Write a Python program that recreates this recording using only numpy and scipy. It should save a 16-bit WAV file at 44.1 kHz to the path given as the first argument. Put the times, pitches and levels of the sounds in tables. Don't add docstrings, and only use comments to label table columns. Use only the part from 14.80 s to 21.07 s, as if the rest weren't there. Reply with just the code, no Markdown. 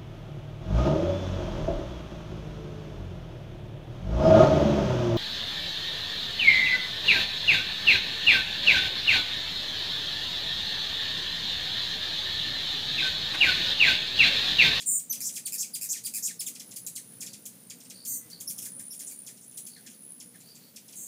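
import sys
import numpy as np
from scipy import signal
from scipy.fft import rfft, irfft
from scipy.io import wavfile

SR = 44100
rng = np.random.default_rng(int(sys.argv[2]) if len(sys.argv) > 2 else 0)


def store_pcm(level_fs):
    pcm = np.round(np.clip(level_fs, -1, 1) * 32767).astype(np.int16)
    wavfile.write(sys.argv[1], SR, np.atleast_2d(pcm).T)


def voltage_ratio(level):
    return 10 ** (np.asarray(level, float) / 20)


N = 276507

# (time [s], peak level [dB])
DULL_CHIPS = [(0.0014, -31.5), (0.0191, -34), (0.3515, -34), (0.4867, -33.5), (1.1707, -31),
              (1.7519, -34.5), (1.7978, -30.5), (1.9131, -35.5), (2.464, -32.5), (2.5328, -34),
              (2.9005, -30), (3.0043, -41), (3.0493, -41.5), (3.1007, -34), (4.0589, -50), (4.2153, -38),
              (4.572, -44.5), (4.7152, -48), (5.0652, -35), (5.1091, -44), (5.4026, -36), (5.6056, -44),
              (5.685, -51), (5.7563, -41.5), (5.9615, -34), (6.0832, -41.5), (6.1262, -39.5)]
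# (time [s], peak level [dB])
BRIGHT_CHIPS = [(0.1944, -39), (0.5372, -39), (1.2371, -37), (1.9609, -31), (2.0667, -31), (2.6564, -33),
                (3.2522, -31.5), (3.501, -39.5), (3.6042, -31.5), (3.7822, -33.5), (3.8199, -34.5),
                (3.8505, -29.5), (3.9944, -37.5), (4.1948, -34), (4.2914, -42), (4.773, -34.5),
                (4.8657, -37)]
# (time [s], peak level [dB])
SLOW_CHIPS = [
    (0.5557, -27),
    (2.156, -30),
    (2.4079, -29.5),
    (4.4652, -35),
]
# (frequency [Hz], level [dB])
THROAT = [(1200, -5), (2200, -6), (4000, -7), (5500, -2), (7000, 3.5), (9000, 3), (12000, -3), (15500, -7),
          (17000, -53), (30000, -90)]
# (time of peak [s], hold [s], pitch [Hz], pitch after the hold [Hz], peak level [dB])
WHISTLES = [
    (0.302, .018, 6120, 5920, -26),
    (0.658, 0.0034, 4560, 4270, -33.5),
    (0.94, 0.0065, 4900, 4700, -32.5),
    (1.252, 0.0065, 4910, 4590, -32),
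    (1.598, .003, 5270, 4830, -32.5),
    (1.665, 0.0033, 3695, 3390, -35.5),
    (4.129, 0.0017, 3670, 3510, -50.5),
]
# (time of peak [s], hold [s], pitch [Hz], pitch after the hold [Hz], peak level [dB])
SQUEAKS = [
    (3.677, 0.016, 5250, 6060, -32),
    (4.108, .025, 5395, 5360, -41),
]
# (time [s], length [s], pitch [Hz], level [dB])
RATTLES = [
    (.402, 0.021, 2314, -40),
    (0.719, 0.045, 2440, -39),
    (1.009, 0.055, 2458, -40),
    (1.335, .056, 2427, -38.5),
    (4.309, 0.021, 2293, -48.5),
]
# (time [s], climb [s], top pitch [Hz], level [dB], slide [s])
RASPS = [
    (.778, 0.038, 7260, -29, 0.036),
    (1.087, 0.035, 7720, -28.5, .049),
    (1.423, 0.041, 7720, -28.5, 0.052),
]
# (time [s], climb [s], top pitch [Hz], level [dB], fade [s])
SHORT_RASPS = [
    (.415, .06, 7200, -31.5, 0.025),
    (4.268, .014, 8800, -37.5, .011),
    (4.611, 0.03, 8000, -53.5, 0.023),
    (5.5, .02, 5800, -65, 0.011),
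]
# (time [s], length [s], pitch [Hz], level [dB], pitch swing [share])
TREMBLES = [
    (0.056, 0.13, 8200, -29, 0.16),
    (3.26, 0.12, 7700, -37.5, 0.25),
    (6.151, 0.15, 7450, -45.5, 0.178),
]
# (time [s], length [s], level [dB])
MUTTERS = [
    (3.523, 0.024, -53),
    (3.858, .03, -48),
    (3.996, 0.0226, -50),
    (4.208, .025, -53),
    (4.962, 0.036, -47),
    (5.06, 0.025, -48),
    (5.544, 0.027, -49.5),
]
# (time [s], length [s], level [dB])
UNDERTONES = [
    (3.3, .085, -57),
    (3.41, .065, -56),
]
# (time [s], level [dB], pitch [Hz])
TRILL = [(0.0, -54, 9300), (0.19, -70, 8970), (0.44, -47, 9700), (0.7, -54, 9450), (1.68, -59, 10040),
         (2.01, -48, 10110), (3.02, -58, 9180), (3.25, -50, 9400), (3.58, -59, 9380), (3.67, -47, 9640),
         (4.0, -42, 9720), (4.36, -45.5, 9520), (4.62, -55, 9730), (4.79, -43, 10170), (5.05, -58, 9530),
         (5.27, -46, 10200), (5.95, -68, 9540), (6.15, -51, 10460)]
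# (time of peak [s], rise [s], fade [s], level [dB])
LOW_TRILL = [
    (2.47, 0.0056, 0.1, -51.5),
    (3.178, .06, 0.16, -50.5),
    (3.35, 0.026, 0.021, -54),
    (3.523, .014, 0.075, -44.5),
    (4.962, 0.076, 0.028, -52.5),
    (5.15, 0.012, .02, -63),
    (5.714, .09, 0.046, -53.5),
    (5.872, 0.13, .03, -59.5),
]
# (time [s], level [dB])
HUM = [(0.0, -63), (0.1, -54.5), (0.26, -65), (0.31, -52.5), (0.44, -59), (2.32, -57), (2.46, -51.5),
       (2.58, -58), (4.02, -52.5), (4.07, -58.5), (4.54, -63.5), (5.64, -58.5), (6.18, -76), (6.27, -72)]
# (multiple of the beat, level [dB])
WING_ORDERS = [(2, -5), (3, -1.5), (4, -1.5), (5, -8.5), (7, -18.5), (8, -9.5)]
# (frequency [Hz], level [dB per Hz])
AIR = [(24, -62), (40, -71), (106, -7.5), (197, 4), (368, -8), (484, -8), (670, -13), (1080, -20.5),
       (3390, -17.5), (4800, -17), (8310, -16.5), (9650, -14.5), (11200, -15.5), (14400, -11), (15400, -9),
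       (15800, -36)]


def rms_one(x):
    return x / np.sqrt(np.mean(x ** 2) + 1e-20)


def in_time(rows):
    s, *columns = np.transpose(rows)
    return [np.interp(np.arange(N) / SR, s, column) for column in columns]


def at_hz(points, hz):
    curve_hz, db = np.transpose(points)
    return np.interp(np.log(hz), np.log(curve_hz), db)


def drift(hz):
    r = np.exp(-2 * np.pi * hz / SR)
    noise = rng.standard_normal(N + SR)
    return rms_one(signal.lfilter([1], [1, -2 * r, r * r], noise)[SR:])


def add(out, s, sound):
    i = round(s * SR)
    out[i:i + len(sound)] += sound[:N - i]


def voice(pitch_hz, overtone_db):
    pitch_hz = np.maximum(pitch_hz, 600)
    phase = 2 * np.pi * np.cumsum(pitch_hz) / SR
    tone = 0
    for k in range(1, 8):
        level_db = at_hz(THROAT, k * pitch_hz) + (k - 1) * overtone_db
        tone = tone + voltage_ratio(level_db) * np.sin(k * phase)
    return tone


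def chips():
    out, waver, catch = np.zeros(N + SR), drift(1400), drift(420)
    top_hz = 8600
    # (events, fall [ms], overtones [dB each], end pitch [Hz], length [falls], fade [per fall])
    kinds = [(DULL_CHIPS, 6.7, -4.5, 1700, 4, 0.21),
             (BRIGHT_CHIPS, 6.0, 1.5, 1695, 3.8, 0.35),
             (SLOW_CHIPS, 9.0, -1, 1719, 5, 0.2847)]
    for rows, fall_ms, overtone_db, end_hz, falls, fade in kinds:
        t = np.arange(round(falls * fall_ms * SR / 1000)) / SR
        falls_past = 1000 * t / fall_ms
        fall_hz = end_hz + (top_hz - end_hz) * np.exp(-falls_past)
        breath = (1 - np.exp(-t / 0.0016)) * np.exp(-fade * falls_past) * (1 - t / t[-1]) ** 0.74
        for s, db in rows:
            at = round(s * SR) + np.arange(len(t))
            pitch_hz = fall_hz * (1 + 0.014 * waver[at] * np.exp(-t / 0.022))
            level = voltage_ratio(db - 3.5 + 3.74 * catch[at])
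            add(out, max(s - 0.0025, 0), level * breath * voice(pitch_hz, overtone_db))
    return out[:N]


def whistles():
    whistle, squeak = (287, 0.0093, 0.21, 0.0067, 0.48), (160, 0.041, 0.58, 0.035, 2.6)
    swell_s, drop_s, end_hz, end_db = 0.0073, 0.021, 1884, -10.5
    for kind, rows in [(whistle, WHISTLES), (squeak, SQUEAKS)]:
        for s, hold, hz, after, db in rows:
            release = s + hold
            held_db = db - 400 * hold
            knee_hz = end_hz + 0.37 * (after - end_hz)
            yield (kind, (s - swell_s, hz, db - 20), (s, hz, db), (release, after, held_db),
                   (release + drop_s / 2, knee_hz, held_db + end_db / 2),
                   (release + drop_s, end_hz, held_db + end_db))


def rattles():
    kind = (105, 0.08, 0.95, 0.075, 1.6)
    for s, length, hz, db in RATTLES:
        yield (kind, (s, hz, db - 19), (s + 0.0043, hz, db), (s + 0.52 * length, hz, db - 0.5),
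               (s + length, 0.7 * hz, db - 11))


def rasps():
    kind = (599, 0.1766, 0.3, 0.1045, -2.4)
    knee_s, knee_hz, foot_hz_per_s = 0.016, 2730, -30000
    for s, climb, hz, db, slide in RASPS:
        top_s = s + climb
        foot_hz = knee_hz + foot_hz_per_s * (slide - knee_s)
        yield (kind, (s, 0.74 * hz, db - 5.5), (top_s, hz, db), (top_s + knee_s, knee_hz, db - 12.5),
               (top_s + slide, foot_hz, db - 14.5))
    for s, climb, hz, db, fade in SHORT_RASPS:
        yield (kind, (s, 0.74 * hz, db - 5.5), (s + climb, hz, db),
               (s + climb + fade, 0.67 * hz, db - 20))


def trembles():
    for s, length, hz, db, swing in TREMBLES:
        overtone_db = 3.5 + 68 * (swing - 0.2)
        yield ((103, swing, 0.12, 0.011, overtone_db), (s, 1.08 * hz, db - 7.5),
               (s + 0.15 * length, hz, db), (s + 0.425 * length, hz, db),
               (s + length, 0.98 * hz, db - 3))


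def mutters():
    mutter, undertone = (114, 0.1, 0.2, 0.007, -6), (59, 0.01, 0.6, 0.012, -25)
    for s, length, db in MUTTERS:
        yield mutter, (s, 2000, db), (s + length, 1490, db - 14)
    for s, length, db in UNDERTONES:
        yield undertone, (s, 2000, db), (s + length, 2000, db - 6)


def notes():
    out, waver, uneven = np.zeros(N + SR), drift(1150), drift(62.4)
    phrases = [*whistles(), *rattles(), *rasps(), *trembles(), *mutters()]
    for (rate_hz, swing, throb, hoarse, overtone_db), *path in phrases:
        s, hz, db = np.transpose(path)
        at = np.arange(round(s[0] * SR), min(round(s[-1] * SR), N))
        centre_hz = np.exp(np.interp(at / SR, s, np.log(hz)))
        height = centre_hz / hz.max()
        tremble = 2 * np.pi * np.cumsum(rate_hz * (1 + 0.0657 * uneven[at])) / SR
        shake = swing * height ** 1.64 * np.sin(tremble)
        roughness = hoarse * height ** 1.43 * np.clip(waver[at], -2.5, 2.5)
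        pitch_hz = centre_hz * (1 + shake + roughness)
        throbbing = 1 - throb * (1 + np.sin(tremble + 2.5)) / 2
        strength = voltage_ratio(np.interp(at / SR, s, db)) * throbbing
        edges = signal.windows.tukey(len(at), 0.08)
        add(out, s[0], 1.377 * strength * edges * voice(pitch_hz, overtone_db))
    return out[:N]


def feather(pitch_hz, beats_hz, spread, depth_db):
    stroke = 2 * np.pi * np.cumsum(beats_hz * (1 + 0.01937 * drift(15.75))) / SR
    burst_db = depth_db * (np.cos(stroke) + 0.5 * np.cos(2 * stroke)) + 2.6 * drift(120)
    flutter_hz = pitch_hz * (1 + spread * np.tanh(drift(702)) + 0.027 * np.sin(stroke))
    tone = np.sin(2 * np.pi * np.cumsum(flutter_hz) / SR)
    return rms_one(voltage_ratio(burst_db) * tone), stroke


def low_passes():
    level = 0
    for s, rise, fade, db in LOW_TRILL:
        edge_db = db - 12
        path = [(s - rise - 0.015, -100), (s - rise, edge_db), (s, db),
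                (s + fade, edge_db), (s + fade + 0.015, -100)]
        level = level + voltage_ratio(in_time(path)[0])
    return level


def wing_hum(stroke, other):
    hum = 0
    for k, db in WING_ORDERS:
        for turn in (stroke, 0.88 * other):
            hum = hum + voltage_ratio(db + 4.94 * drift(18.4)) * np.sin(k * turn)
    return rms_one(hum)


def wings():
    trill_db, pitch_hz = in_time(TRILL)
    beats_hz = 62 + 0.54 * (trill_db - trill_db.mean()) + 3 * drift(2.53)
    high, stroke = feather(pitch_hz, beats_hz, spread=0.058, depth_db=6.5)
    low, other = feather(4455 * (1 + 0.014 * drift(8.0)), 66, spread=0.07, depth_db=5.5)
    trills = voltage_ratio(trill_db) * high + voltage_ratio(0.5) * low_passes() * low
    hum_db, = in_time(HUM)
    rush_db = -70.5 + hum_db - hum_db.mean()
    rush_band = signal.butter(2, [350, 1900], "band", fs=SR, output="sos")
    rush = rms_one(signal.sosfilt(rush_band, rng.standard_normal(N)))
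    hum = voltage_ratio(hum_db - 3.5) * wing_hum(stroke, other)
    return trills, hum + voltage_ratio(rush_db - 4.5) * rush


def porch(x, direct_db):
    t = np.arange(SR // 2) / SR
    porch_t60_s, trees_t60_s, trees_db = 0.14, 0.26, -12
    near = rng.standard_normal(len(t)) * voltage_ratio(-60 * t / porch_t60_s) * (1 - np.exp(-(t / 0.0003) ** 2))
    far = rng.standard_normal(len(t)) * voltage_ratio(-60 * t / trees_t60_s) * (1 - np.exp(-t / 0.05))
    echoes = near / np.linalg.norm(near) + voltage_ratio(trees_db) * far / np.linalg.norm(far)
    echoes = signal.sosfilt(signal.butter(1, 2500, "high", fs=SR, output="sos"), echoes)
    return voltage_ratio(direct_db) * x + signal.fftconvolve(x, echoes)[:N]


def air():
    hz = np.maximum(np.fft.rfftfreq(N, 1 / SR), 1)
    colour = voltage_ratio(at_hz(AIR, hz))
    midband = (hz > 600) & (hz < 8000)
    inside = np.sqrt(np.sum(colour[midband] ** 2) / len(hz))
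    hiss = irfft(rfft(rng.standard_normal(N)) * colour / inside, N)
    return voltage_ratio(-64 + 1.26 * drift(5.5)) * hiss


def scene():
    trills, hum = wings()
    smeared = porch(chips() + notes() + voltage_ratio(-6.0) * trills, direct_db=-3.0)
    return (smeared + voltage_ratio(-7.5) * trills + hum + air())[None]


def low_pass(x):
    return signal.sosfilt(signal.butter(12, 16240, fs=SR, output="sos"), x)


def record(dry):
    top_cut = signal.cheby2(12, 50, 16300, fs=SR, output="sos")
    mix = signal.sosfilt(top_cut, dry)
    return low_pass(mix)


dry = scene()
out = record(dry)
store_pcm(out)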